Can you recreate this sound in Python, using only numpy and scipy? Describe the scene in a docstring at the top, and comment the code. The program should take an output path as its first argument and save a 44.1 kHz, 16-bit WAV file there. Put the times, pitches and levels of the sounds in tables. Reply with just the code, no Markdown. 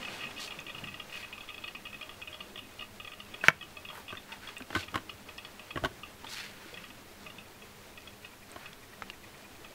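"""Dry ice in a pan of hot water

Each puff of gas lifts the ice, and it bounces on the metal in buzzing ticks that grow rarer and softer.
It cracks sharply a few times, and gas bubbles softly through the water and pops at the surface.
Close by, a hand-held camera is bumped and a sleeve brushes over it. A low drone fills the small room,
and a faint throbbing whirr sets in late."""
import sys
import numpy as np
from scipy import signal
from scipy.fft import rfft, irfft, next_fast_len
from scipy.io import wavfile
from scipy.ndimage import uniform_filter1d, map_coordinates

SR = 44100
rng = np.random.default_rng(int(sys.argv[2]) if len(sys.argv) > 2 else 0)


def generate_wav(sig):
    """Save sig (samples, or channels by samples) to the path in sys.argv[1] as 16-bit PCM at SR."""
    pcm = np.round(np.clip(np.atleast_2d(sig).T, -1, 1) * 32767).astype(np.int16)
    wavfile.write(sys.argv[1], SR, pcm)


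N = 429534
TIME = np.arange(N) / SR
AGE = np.arange(SR // 5) / SR  # seconds since a contact


def amp(db):
    """Decibels to gain."""
    return 10 ** (np.asarray(db) / 20)


def unit(x):
    """x at rms 1."""
    return x / np.sqrt(np.mean(x ** 2) + 1e-20)


def crest(x):
    """x with its loudest 4 ms at rms 1."""
    return x / np.sqrt(uniform_filter1d(x ** 2, size=176).max())


def log_interp(points, hz):
    """(Hz, value) points read on a log frequency axis."""
    point_hz, values = np.transpose(points)
    return np.interp(np.log(hz + 1), np.log(point_hz), values)


def filtered(x, response):
    """x through a gain given as a function of Hz."""
    size = next_fast_len(len(x) + SR // 5)
    return irfft(rfft(x, size) * response(np.fft.rfftfreq(size, 1 / SR)), size)[:len(x)]


def noise(spectrum):
    """Coloured noise at rms 1."""
    return unit(filtered(rng.standard_normal(N), lambda hz: amp(log_interp(spectrum, hz))))


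def wobble(knots_per_s):
    """A smooth random curve."""
    return map_coordinates(rng.standard_normal(int(N * knots_per_s / SR) + 4), [TIME * knots_per_s])


def add(track, start_s, sound):
    """Mix a sound into a track."""
    part = track[max(round(start_s * SR), 0):][:len(sound)]
    part += sound[:len(part)]


def tone(hz, t60_s):
    """A decaying sine."""
    return amp(-60 * AGE / t60_s) * np.sin(2 * np.pi * hz * AGE)


def burst(t60_s):
    """Decaying white noise."""
    return rng.standard_normal(len(AGE)) * amp(-60 * AGE / t60_s)


def ring(modes, scatter_db, detune):
    """Damped modes with scattered level and pitch; neighbours alternate in sign."""
    hz, db, t60_s = np.transpose(modes)[:, :, None]
    size, shift = rng.standard_normal((2, len(modes), 1))
    envelopes = amp(db + scatter_db * size - 60 * AGE / t60_s)
    waves = envelopes * np.sin(2 * np.pi * hz * (1 + detune * shift) * AGE)
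    return (-1.) ** np.arange(len(modes)) @ waves


def resonate(drive, modes):
    """A continuous drive through modes, at rms 1."""
    return unit(signal.fftconvolve(drive, ring(modes, scatter_db=4, detune=0))[:N])


# Lifts of the ice. Each row: start in seconds, bounce count, level in dB, first squeak's centre in Hz.
ICE_LIFTS = [(0.027, 2, -37.5, 2770), (0.083, 1, -41, 2770), (0.206, 5, -40.5, 2620), (0.378, 2, -40, 2860),
             (0.474, 1, -40.5, 2730), (0.506, 2, -39, 2720), (0.588, 1, -38.5, 2510),
             (0.665, 3, -40.5, 2620), (0.746, 1, -38.5, 2680), (0.782, 1, -40.5, 2750),
             (0.838, 1, -38, 2690), (0.871, 2, -41, 2570), (0.941, 1, -39, 2740), (0.997, 1, -36, 2630),
             (1.125, 4, -40, 2600), (1.226, 2, -41, 2580), (1.326, 1, -39, 2700), (1.378, 1, -42.5, 2520),
             (1.406, 1, -41, 2980), (1.488, 2, -40, 2560), (1.543, 1, -41, 2580), (1.579, 1, -40.5, 2500),
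             (1.638, 1, -35.5, 2624), (1.677, 1, -38, 2760), (1.749, 1, -39, 2590), (1.852, 2, -39.5, 2730),
             (1.928, 2, -41.5, 2360), (2.011, 2, -39, 2580), (2.092, 1, -41, 3010), (2.216, 1, -39, 2730),
             (2.274, 1, -39, 2600), (2.328, 2, -41, 3000), (2.404, 1, -37.5, 2750), (2.557, 3, -40, 2890),
             (2.792, 3, -39, 2790), (2.999, 1, -39.5, 2680), (3.046, 1, -42, 2540), (3.074, 1, -40, 3000),
             (3.117, 2, -43.5, 2570), (3.201, 1, -39.5, 2753), (3.34, 1, -38.5, 3070), (3.41, 1, -41, 2630),
             (3.61, 2, -40, 3130), (3.768, 1, -39.5, 2490), (3.85, 1, -40.5, 2730), (3.887, 2, -40.5, 3170),
             (4.08, 3, -41.5, 2670), (4.171, 1, -40, 3250), (4.319, 1, -40.5, 2620), (4.473, 2, -41, 3230),
             (4.566, 1, -40, 2650), (4.827, 1, -41.5, 2620), (4.88, 1, -42, 2530), (5.093, 1, -36.5, 2730),
             (5.287, 1, -41.5, 2490), (5.381, 1, -39, 2656), (5.448, 1, -40.5, 3260),
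             (5.593, 1, -42.5, 2660), (5.706, 1, -38.5, 2610), (6.032, 1, -38.5, 2630),
             (6.267, 1, -42, 3170), (6.741, 1, -43, 3120), (6.772, 1, -41, 2630), (6.839, 1, -44, 2540),
             (6.902, 1, -47, 2690), (7.263, 1, -41.5, 2770), (7.299, 1, -44.5, 3010),
             (7.383, 1, -42.5, 2630), (7.62, 1, -48, 2940), (7.975, 1, -42.5, 2570),
             (8.073, 1, -43.5, 3100), (8.245, 1, -41.5, 2750), (8.657, 1, -42, 2440), (9.644, 1, -45, 2470)]
SQUEAK_HZ = 2737


def chatter(gap_s=0.015, gap_scatter=0.16, settle=0.44):
    """Gas lifts the ice and it bounces on the pan; each bounce moves the squeak toward SQUEAK_HZ."""
    out = np.zeros(N)
    for start_s, bounces, db, hz in ICE_LIFTS:
        for _ in range(round(bounces)):
            tick = buzz(hz, tap_hz=700, swell_s=0.0017, jitter=0.14, rasp=0.097, squeak_db=-5.5)
            add(out, start_s, amp(db) * tick)
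            hz += settle * (SQUEAK_HZ - hz)
            start_s += gap_s * np.exp(gap_scatter * rng.standard_normal())
    return out


# Modes of the water-loaded pan. Each row: frequency in Hz, relative level in dB, T60 in seconds.
PAN_MODES = [(613.7, -14, 0.23), (1191, 4.5, 0.039), (1285, 1.5, 0.017), (1917, 0.5, 0.049),
             (2454, 8.5, 0.016), (2543, 7, 0.053), (2728, -15.5, 0.24), (2792, -0.5, 0.03),
             (2903, 2.5, 0.02), (3317, 6.5, 0.027), (3582, -3.5, 0.083), (4324, -9, 0.041),
             (5220, -3.5, 0.008)]


def buzz(squeak_hz, tap_hz, swell_s, jitter, rasp, squeak_db, fall_hz=715, fall_s=0.0045):
    """One contact: rapid taps ring all the pan's modes, a falling squeak those near its pitch."""
    gaps, sizes = rng.standard_normal((2, 10))
    length, glide = rng.standard_normal(2)
    taps_s = np.cumsum(np.exp(jitter * gaps)) / tap_hz
    taps_s -= taps_s[0]
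    taps = np.bincount((taps_s * SR).astype(int), amp(2 * sizes), len(AGE))[:len(AGE)]
    progress = (AGE + 0.5 / tap_hz) / (swell_s * amp(2 * length))
    pressure = progress * np.exp(-progress)  # gas builds and vents
    drive = (taps + rasp * rng.standard_normal(len(AGE))) * pressure
    pitch_hz = squeak_hz + fall_hz * (np.exp(-AGE / (fall_s * amp(2 * glide))) - 0.5)
    squeak = crest(pressure * np.sin(2 * np.pi * np.cumsum(pitch_hz) / SR))
    pan = ring(PAN_MODES, scatter_db=2.6, detune=0.005)
    tapped = crest(signal.fftconvolve(drive, pan)[:len(AGE)])
    sung = crest(signal.fftconvolve(squeak, pan)[:len(AGE)])
    return crest(sung + amp(1.5) * tapped + amp(squeak_db) * squeak)


def simmer(flow_db, count=260, fade_db_per_s=3):
    """Many faint contacts ring the pan, fading as the water cools."""
    out = np.zeros(N)
    for when, size in rng.random((count, 2)):
        tick = buzz(SQUEAK_HZ, tap_hz=420, swell_s=0.0025, jitter=0.28, rasp=0.096, squeak_db=-23)
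        add(out, when * N / SR, amp(-9 * size) * tick)
    return amp(flow_db - fade_db_per_s * TIME) * unit(out)


# Cracks in the ice. Each row: start in seconds, relative level in dB, treble tilt in dB.
ICE_CRACKS = [(3.439, -14, -4), (3.4834, 4, -1.5), (3.502, -16.5, -3), (4.152, -33, 4), (4.729, -29.5, -8)]
# Ring of a crack. Each row: frequency in Hz, relative level in dB, T60 in seconds.
CRACK_RING = [(160, -10, 0.068), (638, -5, 0.054), (1040, -7.5, 0.081), (1330, 5.5, 0.038),
              (1530, 12, 0.02), (1807, 12, 0.022), (2250, 6.5, 0.032), (2700, 7.5, 0.012),
              (3240, 0.5, 0.024), (5820, -5.5, 0.013)]


def cracks():
    """Thermal stress splits the ice: a short ring, a dull gritty burst and a bright snap."""
    out = np.zeros(N)
    grit_band = lambda hz: 1j * hz / (1j * hz + 800) / (1 + 1j * hz / 1800) ** 2
    for start_s, db, tilt_db in ICE_CRACKS:
        ringing = crest(ring(CRACK_RING, scatter_db=1.5, detune=0.008))
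        grit = amp(-12.5) * crest(filtered(burst(0.04), grit_band))
        snap = amp(-24) * crest(burst(0.006))
        tilt = lambda hz: amp(tilt_db * np.tanh(2 * np.log((hz + 1) / 2000)))
        add(out, start_s, amp(db - 8.5) * crest(filtered(ringing + grit + snap, tilt)))
    return out


def split():
    """The ice grates between its first two cracks."""
    start_s, end_s = ICE_CRACKS[0][0], ICE_CRACKS[1][0]
    return amp(-35.5) * scrape((start_s + end_s) / 2, half_s=0.48 * (end_s - start_s), centre_hz=1860)


# Surface bubbles. Each row: start in seconds, peak in dB, ring in Hz, snap relative to ring in dB.
SURFACE_POPS = [(0.6025, -37, 6370, -11), (4.582, -32.5, 8060, -5), (4.611, -39.5, 261, -18),
                (4.622, -32, 2460, 1), (5.3802, -33.5, 5230, -6), (6.647, -41, 1500, -4),
                (6.659, -43.5, 330, -7), (6.729, -40, 487, -8), (8.517, -36, 8360, -11),
                (8.731, -36, 3300, 3), (9.0218, -22.5, 1290, 9), (9.1001, -23.5, 2780, -1)]


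def pops(ring_cycles=56, max_t60_s=0.16, spray_db=-12.5):
    """A film snaps in a brief spray and the open bubble rings; small ones are higher and shorter."""
    out = np.zeros(N)
    for start_s, db, hz, snap_db in SURFACE_POPS:
        snap = tone(0.91 * hz, 10.6 / hz) - tone(1.7 * hz, 5.9 / hz)
        spray = crest(filtered(burst(0.028), lambda f: 1j * f / (hz + 1j * f) ** 3))
        cavity = tone(hz, t60_s=1 / (hz / ring_cycles + 1 / max_t60_s))
        pop = cavity + amp(snap_db) * (snap + amp(spray_db) * spray)
        add(out, start_s, amp(db) * pop / np.abs(pop).max())
    return out


def bubbling(flow_db, count=1100, median_hz=477.7, spread=0.718, cycles=20, rise=0.31):
    """Gas bubbles ring and rise in pitch as they surface, over the churn of the water."""
    when, size = rng.random((2, count, 1))
    hz = np.clip(median_hz * np.exp(spread * rng.standard_normal((count, 1))), 130, 5000)
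    t = AGE[:SR // 16]
    progress = t * hz / cycles
    envelopes = amp(-14 * np.sqrt(size)) * np.exp(-4 * progress) * (1 - np.exp(-hz * t))
    blips = envelopes * np.sin(2 * np.pi * hz * t * (1 + rise * progress / 2))
    samples = (when * N).astype(int) + np.arange(len(t))
    bubbles = unit(np.bincount(samples.ravel(), blips.ravel(), N)[:N])
    return amp(flow_db - 6.5) * bubbles + amp(flow_db + 1.5) * churn()


# Spectrum of the churning water. Each row: frequency in Hz, relative density in dB.
CHURN_SPECTRUM = [(110, -34), (200, 2.5), (650, 0), (2200, -4), (4000, -8.5), (8000, -17.5), (15000, -40)]


def churn():
    """Churning water: a soft rush with a flickering level."""
    return noise(CHURN_SPECTRUM) * amp(1.1 * wobble(24))


def fizz(per_s=45, db=-72.5):
    """The tiniest bubbles burst in faint, irregular pricks."""
    impulses = (rng.random(N) < per_s / SR) * rng.standard_normal(N)
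    band = signal.butter(1, [3000, 5500], "band", fs=SR, output="sos")
    return amp(db) * unit(signal.sosfilt(band, impulses))


# Bumps on the camera. Each row: start in seconds, base level in dB, hardness in dB, hollow note in Hz.
CAMERA_BUMPS = [(4.126, -43.5, -4, 1172), (4.604, -47.5, -4, 1560), (4.704, -43.5, -1, 816),
                (4.751, -29.5, 5, 1480), (4.761, -33.5, -1, 332), (4.9426, -36, 1.5, 1250),
                (4.956, -30, 2, 1066), (4.976, -40, 2, 1170), (5.758, -39, -6, 300),
                (5.773, -36, -2.5, 1130), (5.838, -32.5, -2, 659), (5.847, -31, 4, 1487),
                (5.856, -33.5, 2, 1110), (6.244, -45.5, 3, 885), (8.56, -44.5, 0, 700)]
# Modes of the camera body. Each row: frequency in Hz, relative level in dB, T60 in seconds.
BODY_MODES = [(91, 0.5, 0.17), (251, -0.5, 0.06), (370, 7, 0.048), (620, 11, 0.023), (1050, 3, 0.028),
              (1173, -2, 0.075), (1515, -1.5, 0.1), (2790, 19.5, 0.0061), (3145, 24.5, 0.0075),
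              (4180, 10, 0.0097)]


def bumps():
    """Soft bumps thud, hard ones click; the spot struck rings hollow and the palm drags a little."""
    out = np.zeros(N)
    thud = signal.butter(2, 650, "low", fs=SR, output="sos")
    clack = signal.butter(2, [900, 2200], "band", fs=SR, output="sos")
    click = signal.butter(2, 3000, "high", fs=SR, output="sos")
    for start_s, db, hard_db, hollow_hz in CAMERA_BUMPS:
        body = ring(BODY_MODES, scatter_db=1, detune=0.012)
        contact = burst(0.025)
        contact[0] += 3  # initial impact
        scuff = filtered(burst(0.041), lambda hz: 1 / (1 + 1j * hz / 2200) ** 2)
        knock = crest(signal.fftconvolve(contact, body)[:len(AGE)]) + 0.7 * crest(scuff)
        for band, band_db in ((thud, -hard_db), (clack, 4), (click, hard_db - 2)):
            add(out, start_s, amp(db + band_db) * crest(signal.sosfilt(band, knock)))
        add(out, start_s, amp(db + 1.5) * crest(tone(hollow_hz, t60_s=0.045)))
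        out += amp(db - 15) * scrape(start_s, half_s=0.02, centre_hz=260)  # palm
    return out


# Rubs on the camera. Each row: middle in seconds, half length in seconds, level in dB, centre in Hz.
RUB_STROKES = [(0.143, 0.074, -47, 2250), (0.436, 0.05, -43.5, 3800), (0.851, 0.087, -48, 127),
               (1.17, 0.067, -49, 2340), (3.969, 0.041, -47, 1140), (3.97, 0.043, -58, 11500),
               (4.327, 0.039, -46.5, 1440), (4.474, 0.069, -50, 1820), (4.783, 0.055, -41.5, 2590),
               (5.847, 0.019, -40, 66), (6.33, 0.044, -45.5, 3900), (6.393, 0.094, -43, 2320),
               (6.682, 0.28, -54, 2040), (8.623, 0.1, -53.5, 1460)]


def rubs():
    """Gritty strokes over the camera: low for a palm, high for a sleeve."""
    return sum(amp(db) * scrape(middle_s, half_s, hz) for middle_s, half_s, db, hz in RUB_STROKES)


# Resonances of the camera shell. Each row: centre in Hz, half width in Hz, added gain in dB.
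SHELL_PEAKS = [(896, 42, 3.5), (1500, 110, -4.5), (4410, 230, -4)]


def scrape(middle_s, half_s, centre_hz):
    """A gritty swell of friction, coloured by the shell's thin resonances."""
    t = np.arange(-SR // 2, SR // 2) / SR
    shell = lambda f: 1 + sum(amp(db) / (1 + ((f - hz) / width) ** 2) for hz, width, db in SHELL_PEAKS)
    band = lambda f: (1 + (np.log((f + 1) / centre_hz) / 0.65) ** 2) ** -1.1
    catches = amp(2.8 * rng.standard_normal(len(t) // 50)).repeat(50)
    friction = catches * rng.standard_normal(len(t))
    swish = unit(filtered(friction, lambda f: shell(f) * band(f)))
    stroke = swish * np.exp(-(t / half_s) ** 2)
    return np.interp(TIME, middle_s + t, stroke, left=0, right=0) * amp(1.25 * wobble(70))


# Course of the handling rumble. Each row: time in seconds, relative level in dB.
RUMBLE_LEVELS = [(0.0, -51.5), (4.3, -52.5), (4.75, -52), (6.2, -52), (7, -52.5)]
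# Spectrum of the rumble. Each row: frequency in Hz, relative density in dB.
RUMBLE_SPECTRUM = [(8, 14), (50, -9.5), (90, -2.5), (140, -10.5), (400, -31.5)]


def rumble():
    """Handling the camera makes a deep, nearly steady noise."""
    level_db = np.interp(TIME, *np.transpose(RUMBLE_LEVELS)) + 0.5
    return amp(level_db) * noise(RUMBLE_SPECTRUM)


# Resonances of the whirr. Each row: frequency in Hz, relative level in dB, T60 in seconds.
WHIRR_MODES = [(992, -8, 0.12), (1903, 0, 0.027), (2450, -0.5, 0.029)]
# Course of the whirr. Each row: time in seconds, level in dB.
WHIRR_LEVELS = [(5.5, -80), (9.3, -60), (9.74, -66)]


def whirr(rate_hz=9.62, slowing_hz_per_s=0.46, blip_at_s=9.345, width_cycles=0.081):
    """A faint whirr sets in late, in short regular blips that gradually slow."""
    t = TIME - blip_at_s
    cycles = rate_hz * t - slowing_hz_per_s * t ** 2 / 2
    from_blip = (cycles + 0.5) % 1 - 0.5
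    throb = np.exp(-(from_blip / width_cycles) ** 2)
    level_db = np.interp(TIME, *np.transpose(WHIRR_LEVELS))
    return amp(level_db) * resonate(throb * rng.standard_normal(N), WHIRR_MODES)


# Resonances of the drone. Each row: frequency in Hz, relative level in dB, T60 in seconds.
DRONE_MODES = [(109.3, -2.5, 0.27), (201.5, 1, 0.49), (417.8, 0, 0.51)]


def drone(db=-63.5):
    """A low drone of narrow noise bands fills the room."""
    return amp(db) * resonate(rng.standard_normal(N), DRONE_MODES)


# Decay of the room. Each row: frequency in Hz, T60 in seconds.
ROOM_DECAY = [(100, 0.65), (1000, 0.15), (3000, 0.19), (12000, 0.041)]


def room(x):
    """The small room's diffuse tail, dying sooner in the treble."""
    hz, t, spectra = signal.stft(rng.standard_normal(SR // 2), SR, nperseg=256)
    decay = amp(-60 * t / log_interp(ROOM_DECAY, hz)[:, None])
    tail = signal.istft(spectra * decay, SR, nperseg=256)[1]
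    delayed = np.pad(x, (SR // 200, 0))  # 5 ms
    return signal.fftconvolve(delayed, tail / np.linalg.norm(tail))[:N]


def scene(steady_db=-56, surge_db=8.5, settle_s=0.56):
    """Ice, water and handling in the room; the gas flow opens with a surge and settles."""
    flow_db = steady_db + surge_db * np.exp(-TIME / settle_s)
    ticks = chatter()
    snaps = cracks() + split() + pops()
    handling = bumps() + rubs()
    water = bubbling(flow_db) + simmer(flow_db) + fizz()
    background = rumble() + drone()
    reverb = room(amp(-12) * ticks + amp(-26) * snaps + amp(-18) * handling)
    return (ticks + snaps + handling + water + whirr() + background + reverb)[None]


def record(dry, hiss_db=-61, low_cut_hz=25, top_hz=15750, knee_db=-20.5, smoothing_s=0.06):
    """The camera adds hiss, sheds the deepest bass, ducks after a loud snap and cuts the top treble."""
    hiss = amp(hiss_db) * rng.standard_normal(N)
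    sound = filtered(dry[0] + hiss, lambda hz: 1j * hz / (1j * hz + low_cut_hz))
    step = 1 / (smoothing_s * SR)
    power = signal.lfilter([step], [1, step - 1], sound ** 2)
    ducked = sound / np.sqrt(1 + power / amp(knee_db) ** 2)
    return filtered(ducked, lambda hz: hz < top_hz)[None]


dry = scene()
out = record(dry)
generate_wav(out)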